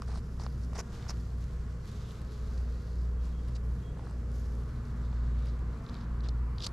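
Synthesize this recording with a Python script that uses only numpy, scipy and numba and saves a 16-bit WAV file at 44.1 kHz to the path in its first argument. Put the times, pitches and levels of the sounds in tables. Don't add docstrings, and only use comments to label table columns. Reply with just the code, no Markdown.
import sys
import numpy as np
from scipy import signal
from scipy.fft import rfft, irfft
from scipy.io import wavfile
from scipy.ndimage import uniform_filter1d
from numba import njit

SR = 44100
rng = np.random.default_rng(int(sys.argv[2]) if len(sys.argv) > 2 else 0)


def wav_out(sig):
    wavfile.write(sys.argv[1], SR, np.round(np.clip(np.atleast_2d(sig).T, -1, 1) * 32767).astype(np.int16))


N = 296352


def undb(db):
    return 10 ** (np.asarray(db) / 20)


def unit(x):
    return x / np.sqrt(np.mean(x ** 2))


def peak(x):
    return x / np.abs(x).max()


def curve(rows):
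    times, *columns = np.transpose(rows)
    return [np.interp(np.arange(N) / SR, times, column) for column in columns]


@njit
def svf(x, hz, width):
    y, band_state, low_state = np.empty(len(x)), 0., 0.
    for i in range(len(x)):
        g = np.tan(np.pi * hz[i] / SR)
        damping = width / hz[i]
        v = (band_state + g * (x[i] - low_state)) / (1 + g * (g + damping))
        band_state = 2 * v - band_state
        low_state = low_state + 2 * g * v
        y[i] = damping * v
    return y


def band(x, hz, width):
    return svf(x, hz + np.zeros(len(x)), float(width))


def steep(x, hz, width):
    return band(band(x, hz, width), hz, width)


def walk(rate, size=N):
    hold = int(SR / rate * size / N)
    steps = np.repeat(rng.standard_normal(size // hold + 1), hold)
    return 1.3 * uniform_filter1d(uniform_filter1d(steps, hold), hold)[:size]


def grit(rate, spread_db):
    hits = rng.random(N) < rate / SR
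    return unit(hits * rng.standard_normal(N) * undb(spread_db * rng.exponential(size=N)))


def wide(mid, side, side_db):
    return mid + undb(side_db) * side * np.array([[1], [-1]])


def wax(x):
    # (centre [Hz], width [Hz], gain [dB])
    resonances = [(453, 390, 24.5), (800, 1300, 25), (1360, 5200, -33)]
    return sum(undb(db) * steep(x, hz, width) for hz, width, db in resonances)


def scrapes():
    # (full pressure from [s], held for [s], gritty treble [dB], treble centre [Hz],
    # wax rumble [dB], brittle top [dB])
    strokes = [(0.081, 0.11, -62, 4600, -59.5, -68.5), (0.401, 0.06, -59, 5200, -57.5, -68.5),
               (0.616, 0.034, -66.5, 5000, -73, -74), (0.754, 0.015, -55, 4900, -49.5, -63),
               (0.778, 0.014, -56, 5300, -51, -60), (0.791, 0.016, -44.5, 5800, -46.5, -64),
               (0.929, 0.2, -74, 4380, -57.5, -82), (1.092, 0.016, -45.5, 5280, -51.5, -69),
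               (2.575, 0.037, -70, 4900, -68, -75), (2.993, 0.028, -75, 4670, -69, -86),
               (3.481, 0.011, -76, 4500, -57, -80), (3.557, 0.012, -57.5, 4600, -67, -70),
               (3.98, 0.13, -76, 4700, -64, -78.5), (4.347, 0.017, -66, 6400, -80, -84),
               (4.388, 0.011, -66.5, 6300, -78, -80), (5.46, 0.036, -65.5, 4400, -62, -75),
               (5.883, 0.051, -71, 4170, -65, -89), (5.93, 0.12, -67.5, 4030, -63, -91),
               (6.24, 0.033, -58.5, 3870, -56, -77), (6.6, 0.012, -58, 4070, -65, -76),
               (6.619, 0.037, -53.5, 4100, -67, -70), (6.642, 0.008, -48, 4240, -55, -68),
               (6.666, 0.0025, -42, 4430, -55, -60), (6.682, 0.01, -66, 4600, -75, -71)]
    attack_s, release_s = 0.016, 0.013
    air_db, air_db_per_octave = -18, 15
    gains, hz, t = np.zeros((3, N)), np.full(N, 5000.), np.arange(N) / SR
    for start, length, db, centre, rumble_db, top_db in strokes:
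        rise = 1 + (t - start) / attack_s
        fall = 1 + (start + length - t) / release_s
        press = np.clip(np.minimum(rise, fall), 0, 1) ** 2
        gains += press * undb([[db], [rumble_db], [top_db]])
        hz = np.where(press > 0, centre, hz)
    treble_gain, rumble_gain, top_gain = gains
    grains = grit(8000, 1.7)
    slip = undb(2.4 * walk(150) + walk(45))
    treble = unit(band(steep(grains, hz, 3800), hz, 2900))
    top = unit(band(steep(grains, 8100, 3500), 9600, 3300))
    air = undb(air_db + air_db_per_octave * np.log2(hz / 5000)) * unit(steep(grains, 10900, 3400))
    mid = slip * (treble_gain * (treble + air) + top_gain * top)
    mid += rumble_gain * unit(wax(grit(2200, 0.73)))
    side = treble_gain * unit(steep(grit(4600, 1.8), hz, 3200))
    return mid * undb(np.array([[-.4], [.4]])) + wide(0, side, -9.0)


def snaps():
    # (start [s], burst peak [dB], burst centre [Hz], brittle top [dB], left minus right [dB])
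    breaks = [(0.019, -40, 5130, -46, -3), (0.156, -44, 4840, -62, -1.0), (0.397, -44.5, 4570, -64, -1.5),
              (0.4189, -47, 5430, -60, -1.0), (0.4349, -42, 5520, -55, -1.0),
              (0.4637, -40.5, 4430, -65, -3), (0.7322, -50, 5360, -54, -1.0),
              (0.7602, -47, 5330, -52, -1.5), (0.786, -46, 5740, -53, -1.0), (0.7924, -33, 6000, -52, -1.0),
              (0.802, -36, 5730, -51, -1.5), (1.024, -47, 3940, -60, -1.0), (1.0946, -28, 5600, -61, -1.5),
              (2.577, -50, 4800, -68, 1.0), (3.5528, -56, 4770, -64, 2.0), (3.565, -48, 4610, -67, 2.0),
              (4.0642, -54, 4720, -66, 1.5), (4.1094, -57, 4700, -54, 4), (4.8534, -57, 4810, -71, -2),
              (5.1263, -52, 3350, -71, 1.0), (5.469, -51, 4440, -67, 0.0), (5.8636, -43, 3810, -71, 0.5),
              (5.889, -45, 3900, -70, 1), (5.895, -41, 4300, -62, 3), (5.942, -43, 4460, -62, 2),
              (5.951, -43, 3940, -72, 1), (5.967, -48, 3890, -74, -0.5), (6.023, -55, 4000, -72, 2),
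              (6.2056, -45.5, 4170, -69, 2), (6.2452, -58, 4340, -68, -3), (6.286, -36.5, 4200, -49, 3),
              (6.2902, -39, 4140, -53, -3), (6.582, -36, 4200, -70, 3), (6.586, -47, 4260, -67, -0.5),
              (6.604, -35, 3710, -66, -2), (6.616, -44, 4160, -65, -0.5), (6.622, -32, 4440, -64, 2),
              (6.6291, -38, 4470, -59, 0.5), (6.6432, -30, 4500, -55, 1.0), (6.649, -38, 4240, -45, -0.5),
              (6.661, -40, 4560, -48, -0.5), (6.6649, -29, 4180, -28.5, -1), (6.6686, -29, 4300, -47, 2)]
    decay_s, tick_height, air_db = 0.0015, 7, -17
    out, t = np.zeros((2, N + 1024)), np.arange(1024) / SR - .001
    for (start, db, hz, top_db, pan_db), noise in zip(breaks, rng.standard_normal((len(breaks), 1024))):
        envelope = np.exp(np.minimum(2500 * t, -t / decay_s))
        burst = noise * envelope + tick_height * (np.abs(t) < .5 / SR)
        brittle = peak(band(steep(burst, 7600, 3000), 7600, 3000))
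        brittle = brittle + undb(air_db) * peak(steep(burst, 11000, 4000))
        body = peak(band(steep(burst, hz, 2150), hz, 2800))
        sound = undb(db) * body + undb(top_db) * brittle
        i = int(start * SR)
        out[:, i:i + 1024] += sound * undb(np.array([[pan_db], [-pan_db]]) / 2)
    return out[:, :N]


def knocks():
    # (start [s], push peak [dB], push pitch [Hz])
    pushes = [(0.0204, -35, 1180), (0.079, -48, 1400), (0.097, -42, 980), (0.117, -45, 1000),
              (0.139, -47, 1050), (0.088, -42, 694), (0.107, -49, 1400), (0.128, -45, 750),
              (0.147, -52, 1400), (0.157, -39, 1140), (0.173, -43, 780), (0.398, -37, 950),
              (0.418, -43, 980), (0.435, -42, 820), (0.447, -50, 1310), (0.464, -33, 1110),
              (0.731, -40.5, 1020), (0.756, -37.5, 870), (0.765, -39, 1010), (0.786, -34.5, 710),
              (0.795, -47, 690), (0.802, -36, 1360), (1.0245, -54, 2200), (1.0665, -42, 1100),
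              (1.106, -36.5, 1190), (3.562, -50, 2500), (3.993, -43, 910), (4.009, -58, 1900),
              (3.972, -47, 800), (4.03, -53, 800), (4.048, -56, 1300), (4.0695, -43.5, 1120),
              (4.11, -50, 900), (5.129, -45, 860), (5.89, -54, 2500), (5.895, -44, 1000),
              (5.943, -48, 2300), (6.287, -41.5, 754), (6.288, -50, 2400), (6.583, -52, 2400),
              (6.623, -46, 2500), (6.666, -45, 1260), (6.667, -34.5, 2820)]
    out, t = np.zeros(N + 1024), np.arange(1024) / SR
    for (start, db, hz), noise in zip(pushes, rng.standard_normal((len(pushes), 1024))):
        push = peak(t ** 2 * np.exp(-t * hz / 0.5) * np.sin(2 * np.pi * hz * t))
        crunch = peak(wax(noise * np.exp(-t / 0.005)))
        i = int(start * SR)
        out[i:i + 1024] += undb(db) * (push + undb(-6.0) * crunch)
    return out[:N] * undb(np.array([[-.6], [.6]]))


def ticks():
    # (start [s], peak [dB], centre [Hz], left minus right [dB])
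    clicks = [(1.0242, -50, 3940, -1.0), (1.1704, -56, 3590, 0.0), (1.2094, -56, 5190, 0.0),
              (1.3862, -58, 4290, 0.5), (1.8564, -48, 5020, -1.0), (1.9154, -45, 4250, -1.0),
              (2.1154, -48, 3420, -1.5), (2.1894, -66, 3040, 0.0), (2.217, -47, 3180, 0.0),
              (2.2484, -48, 4220, -0.5), (2.319, -48, 4890, -0.5), (2.9555, -51, 3530, 0.5),
              (3.2324, -58, 4910, 0.0), (3.4845, -48, 3820, 0), (4.0976, -52, 4690, 1.5),
              (4.3171, -52, 5330, 1.0), (4.5524, -50, 6280, -0.5), (5.3862, -57, 4460, 1.0),
              (5.4585, -48, 3930, 0.5), (5.5917, -51, 4300, 4), (5.895, -56, 4760, -1),
              (5.9434, -53, 3800, 0.5)]
    decay_s = .001
    out, t = np.zeros((2, N + 256)), np.arange(256) / SR
    for (start, db, hz, pan_db), noise in zip(clicks, rng.standard_normal((len(clicks), 256))):
        click = peak(band((noise + 3 * (t == 0)) * np.exp(-t / decay_s), hz, 6000))
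        i = int(start * SR)
        out[:, i:i + 256] += undb(db) * click * undb(np.array([[pan_db], [-pan_db]]) / 2)
    return out[:, :N]


def rustle():
    # (time [s], level [dB], centre [Hz], airy top against the body [dB])
    movement = [(0, -67, 5140, -11.5), (.54, -68, 4860, -9.5), (.88, -65, 5460, -14.5),
                (.95, -59, 4280, -15.5), (1.3, -66, 4760, -13), (1.48, -65, 4300, -12.5),
                (1.62, -66.5, 4550, -15), (1.8, -69, 4800, -13), (1.89, -60, 4270, -12),
                (1.97, -62, 4160, -14), (2.1, -59.5, 3750, -12.5), (2.26, -66, 4200, -12),
                (2.33, -62, 4170, -14), (2.5, -64.5, 4700, -12), (2.8, -65.5, 4500, -12.5),
                (3.07, -67.5, 4600, -14), (3.19, -72, 4630, -11), (3.25, -62.5, 4600, -15),
                (3.34, -67.5, 4150, -14), (3.5, -64, 4160, -16), (3.62, -71, 4900, -9.5),
                (3.74, -67.5, 4600, -9), (3.84, -68, 3500, -13), (4.28, -69, 5100, -14),
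                (4.36, -64.5, 5400, -12), (4.48, -65, 5200, -12), (4.6, -67, 4370, -11.5),
                (4.85, -68, 4340, -12), (5.15, -67, 4240, -15), (5.22, -68.5, 4140, -15),
                (5.46, -66.5, 3800, -13.5), (5.63, -71.5, 4330, -12), (5.89, -66, 3840, -15),
                (6.2, -74, 4220, -11), (6.72, -72.5, 4500, -7)]
    # (time [s], level [dB])
    ring_level = [(0, -5), (1.2, -11), (2.2, -5), (2.5, -5), (3.0, -7.5), (4.3, -10.5), (4.75, -5),
                  (5.0, -2), (5.45, -0.5), (5.7, -3.5), (6.72, -1.5)]
    db, hz, air_db = curve(movement)
    mid, side = grit(9000, 1.36), grit(8200, 1.4)
    edge = signal.butter(10, 7900, fs=SR, output="sos")
    ring_gain = undb(curve(ring_level)[0] + 1.74 * walk(14))
    ring = ring_gain * unit(steep(grit(6000, 1.8), hz * (1 + 0.046 * walk(8)), 1800))
    body = wide(unit(unit(band(mid, hz, 7800)) + ring), unit(band(side, hz, 3600)), -10)
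    air_mid = unit(steep(mid + 0.38 * grit(500, 1.2), 10850, 8700))
    air = wide(air_mid, unit(steep(side, 13500, 7000)), -5.5)
    folds = undb(db + 0.84 * walk(24.85) + 0.63 * walk(70))
    return folds * (signal.sosfilt(edge, body) + undb(air_db + 0.77 * walk(4.3)) * air)


def bee(hz):
    # (multiple of the wing rate, relative level [dB])
    harmonics = [(1, 4.5), (2, 1), (3, -8), (4, -12), (5, -15.5), (6, -7.5), (7, -12.5), (8, -12.5)]
    turn = 2 * np.pi * np.cumsum(hz) * N / len(hz) / SR
    return unit(sum(undb(db) * np.sin(k * turn + k * k) for k, db in harmonics))


def bees(count=14):
    # (time [s], level [dB])
    swarm_nearness = [(0, 2.5), (1.2, 0), (2.5, 4), (3.5, 1), (4.5, 3.5), (5.5, 0), (6.72, -1.5)]
    # (nearest at [s], heard for [s], mean wing rate [Hz], level when nearest [dB])
    passes = [(1.0, 0.61, 231.1, -58), (2.6, 0.39, 229.3, -63.5), (3.75, 0.94, 212.7, -73),
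              (4.6, 0.45, 215.6, -58.5), (5.0, 0.64, 212, -61), (5.9, .5, 226.7, -59)]
    swarm_hz, swarm_spread, swarm_db = 223.9, .065, -57.5
    n = N // 8
    out, t = np.zeros((2, n)), np.arange(n) * N / n / SR
    for _ in range(count):
        detune = swarm_spread * (rng.standard_normal() + .4 * walk(3, size=n))
        hz = swarm_hz * (1 + detune + 0.005905 * walk(25, size=n))
        side = 0.25 * walk(1.44, size=n)
        out += bee(hz) * undb(2.94 * walk(3.11, size=n)) * np.array([1 + side, 1 - side])
    out = unit(out) * undb(swarm_db + curve(swarm_nearness)[0][::8][:n])
    for nearest, length, hz, db in passes:
        near = np.exp(-(2 * (t - nearest) / length) ** 4)
        level = undb(db + 2.2 * walk(9, size=n))
        wing_hz = hz * (1 + .014 * walk(3, size=n) + .008 * walk(14, size=n))
        out += near * level * bee(wing_hz)
    return signal.resample(out, N, axis=1)


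def cricket():
    # (start [s], length [s], level [dB])
    trills = [(3.17, .06, -77), (3.235, 0.068, -78), (3.32, 0.1, -73), (3.823, 0.097, -69)]
    t = np.arange(N) / SR
    tone = np.sin(2 * np.pi * np.cumsum(3280 + 8 * walk(30)) / SR)
    out = np.zeros(N)
    for start, length, db in trills:
        swell = np.sin(np.pi * np.clip((t - start) / length, 0, 1)) ** .5
        out += np.sqrt(2) * undb(db) * tone * swell
    return out * undb(.8 * walk(26))


def engines():
    # (time [s], level [dB])
    drone_level = [(0.0, -44), (0.07, -35.5), (0.34, -38), (0.65, -34.5), (0.94, -50), (1.14, -36),
                   (1.27, -39.5), (1.42, -33.5), (1.74, -39.5), (1.91, -52), (1.96, -39.5), (2.15, -46.5),
                   (2.24, -36.5), (2.32, -45), (2.41, -37), (2.73, -32.5), (2.83, -38.5), (3.03, -28.5),
                   (3.24, -31.5), (3.31, -36), (3.7, -33.5), (3.84, -39.5), (4.04, -41.5), (4.13, -36),
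                   (4.6, -33.5), (4.73, -39), (4.79, -37), (4.88, -38), (5.24, -28.5), (5.71, -34),
                   (5.8, -43), (6.03, -40), (6.1, -32.5), (6.42, -30.5), (6.61, -38), (6.72, -49)]
    # (time [s], frequency [Hz])
    drone_pitch = [(0, 61.3), (.95, 61.3), (1.1, 60), (3.7, 60), (4.3, 58.6), (6.72, 58.5)]
    # (time [s], level [dB], lift of the upper orders [dB])
    steady_level = [(0, -51, 1), (.6, -47, -6), (1.3, -48.5, -7.5), (2.0, -48, -10), (2.4, -50, -5.5),
                    (3.3, -51, -1), (3.75, -43, -23), (4.3, -52, 3.5), (4.75, -42.5, -4.5),
                    (5.05, -44.5, -2.5), (5.4, -45, -4.5), (5.75, -45.5, -2), (6.0, -46.5, 3.5),
                    (6.3, -46.5, -4.5), (6.72, -46, -6)]
    # (multiple of the firing rate, relative level [dB], share of the lift)
    steady_orders = [(2, 0, 0.067), (4, -7, 1), (5, -19, 1)]
    # (multiple of the cycle rate, level [dB])
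    idle_orders = [(2, -54.5), (3, -57), (5, -52.5), (6, -53.5), (7, -63.5), (9, -58.5), (10, -61.5),
                   (11, -58)]
    steady_hz, steady_sag_hz_per_s = 59.72, .062
    idle_hz, flutter_db = 15.3, 1.2
    t = np.arange(N) / SR
    hz = curve(drone_pitch)[0] + 0.19 * walk(8.3)
    drone_gain = undb(curve(drone_level)[0] + flutter_db * walk(9))
    drone = drone_gain * np.sin(2 * np.pi * np.cumsum(hz) / SR)
    firing_hz = (steady_hz - steady_sag_hz_per_s * t) * (1 + .0012 * walk(3.84))
    turn = 2 * np.pi * np.cumsum(firing_hz) / SR
    level_db, lift_db = curve(steady_level)
    steady = sum(undb(level_db + db + share * lift_db + 0.8 * walk(6)) * np.sin(k * turn)
                 for k, db, share in steady_orders)
    cycle = 2 * np.pi * np.cumsum(idle_hz * (1 + .004 * walk(2))) / SR
    idle = sum(undb(db + 4.1 * walk(1.52)) * np.sin(k * cycle + k * k) for k, db in idle_orders)
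    return np.sqrt(2) * (drone + steady + idle)


def wash():
    # (frequency [Hz], relative density [dB per Hz])
    mid_colour = [(25, 0.5), (45, -2.5), (80, -0.5), (110, -2), (150, -5.5), (190, -9), (255, -18),
                  (340, -17.5), (500, -22.5), (780, -32), (1100, -25.5), (1600, -32.5), (2700, -42.5),
                  (5000, -64), (7800, -48), (8300, -54), (12500, -67)]
    # (frequency [Hz], side minus mid [dB])
    side_colour = [(60, -50), (110, -44), (200, -23), (370, -12.5), (680, -9), (1260, -8.5), (2310, -5.5),
                   (4240, 7), (7800, -3.5), (14300, 1)]
    # (time [s], traffic roar near 1150 Hz [dB], wind rumble near 200 Hz [dB], near 600 Hz [dB])
    swells = [(0, -2.5, 6, -2.5), (.7, -2.5, 2.5, 3), (1.4, -0.5, 0.5, -2), (2.1, 1, 4, -0.5),
              (2.8, -4, -11.5, 2.5), (3.5, -2, 7, 2), (4.2, -4, -3.5, 3.5), (4.9, 3.5, 2, -2),
              (5.6, 3, 3, 1.5), (6.72, 6, 5.5, 0)]
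    wash_db = -42.5
    f = np.log(np.maximum(np.fft.rfftfreq(N, 1 / SR), 1))
    mid_hz, mid_db = np.transpose(mid_colour)
    side_hz, side_db = np.transpose(side_colour)
    colour = undb(np.interp(f, np.log(mid_hz), mid_db)) * (f > np.log(18))
    side = undb(np.interp(f, np.log(side_hz), side_db))
    mid, other = rfft(rng.standard_normal((2, N))) * colour
    roar_db, wind_db, low_mid_db = curve(swells)
    out, gust, step = 0, walk(0.98), np.log(2) / 2
    for centre in np.log(20) + step * np.arange(20):
        part = np.sqrt(np.clip(1 - np.abs(f - centre) / step, 0, 1))
        band_mid, band_side = irfft(part * np.array([mid, other * side]), N)
        db = .4 * gust + walk(7)
        db += roar_db * np.exp(-((centre - np.log(1150)) / 0.67) ** 2)
        db += wind_db * np.exp(-((centre - np.log(200)) / 0.29) ** 2)
        db += low_mid_db * np.exp(-((centre - np.log(600)) / 0.67) ** 2)
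        out = out + undb(db) * wide(band_mid, band_side, 0)
    return unit(out) * undb(wash_db)


def scene():
    low = engines() + bees() + knocks() + wash()
    low[0] = np.roll(low[0], shift=2)
    return low + rustle() + scrapes() + snaps() + ticks() + cricket()


def record(dry):
    soft = signal.sosfilt(signal.butter(12, 13500, fs=SR, output="sos"), dry)
    return signal.sosfilt(signal.ellip(8, .2, 60, 14800, fs=SR, output="sos"), soft)


dry = scene()
out = record(dry)
wav_out(out)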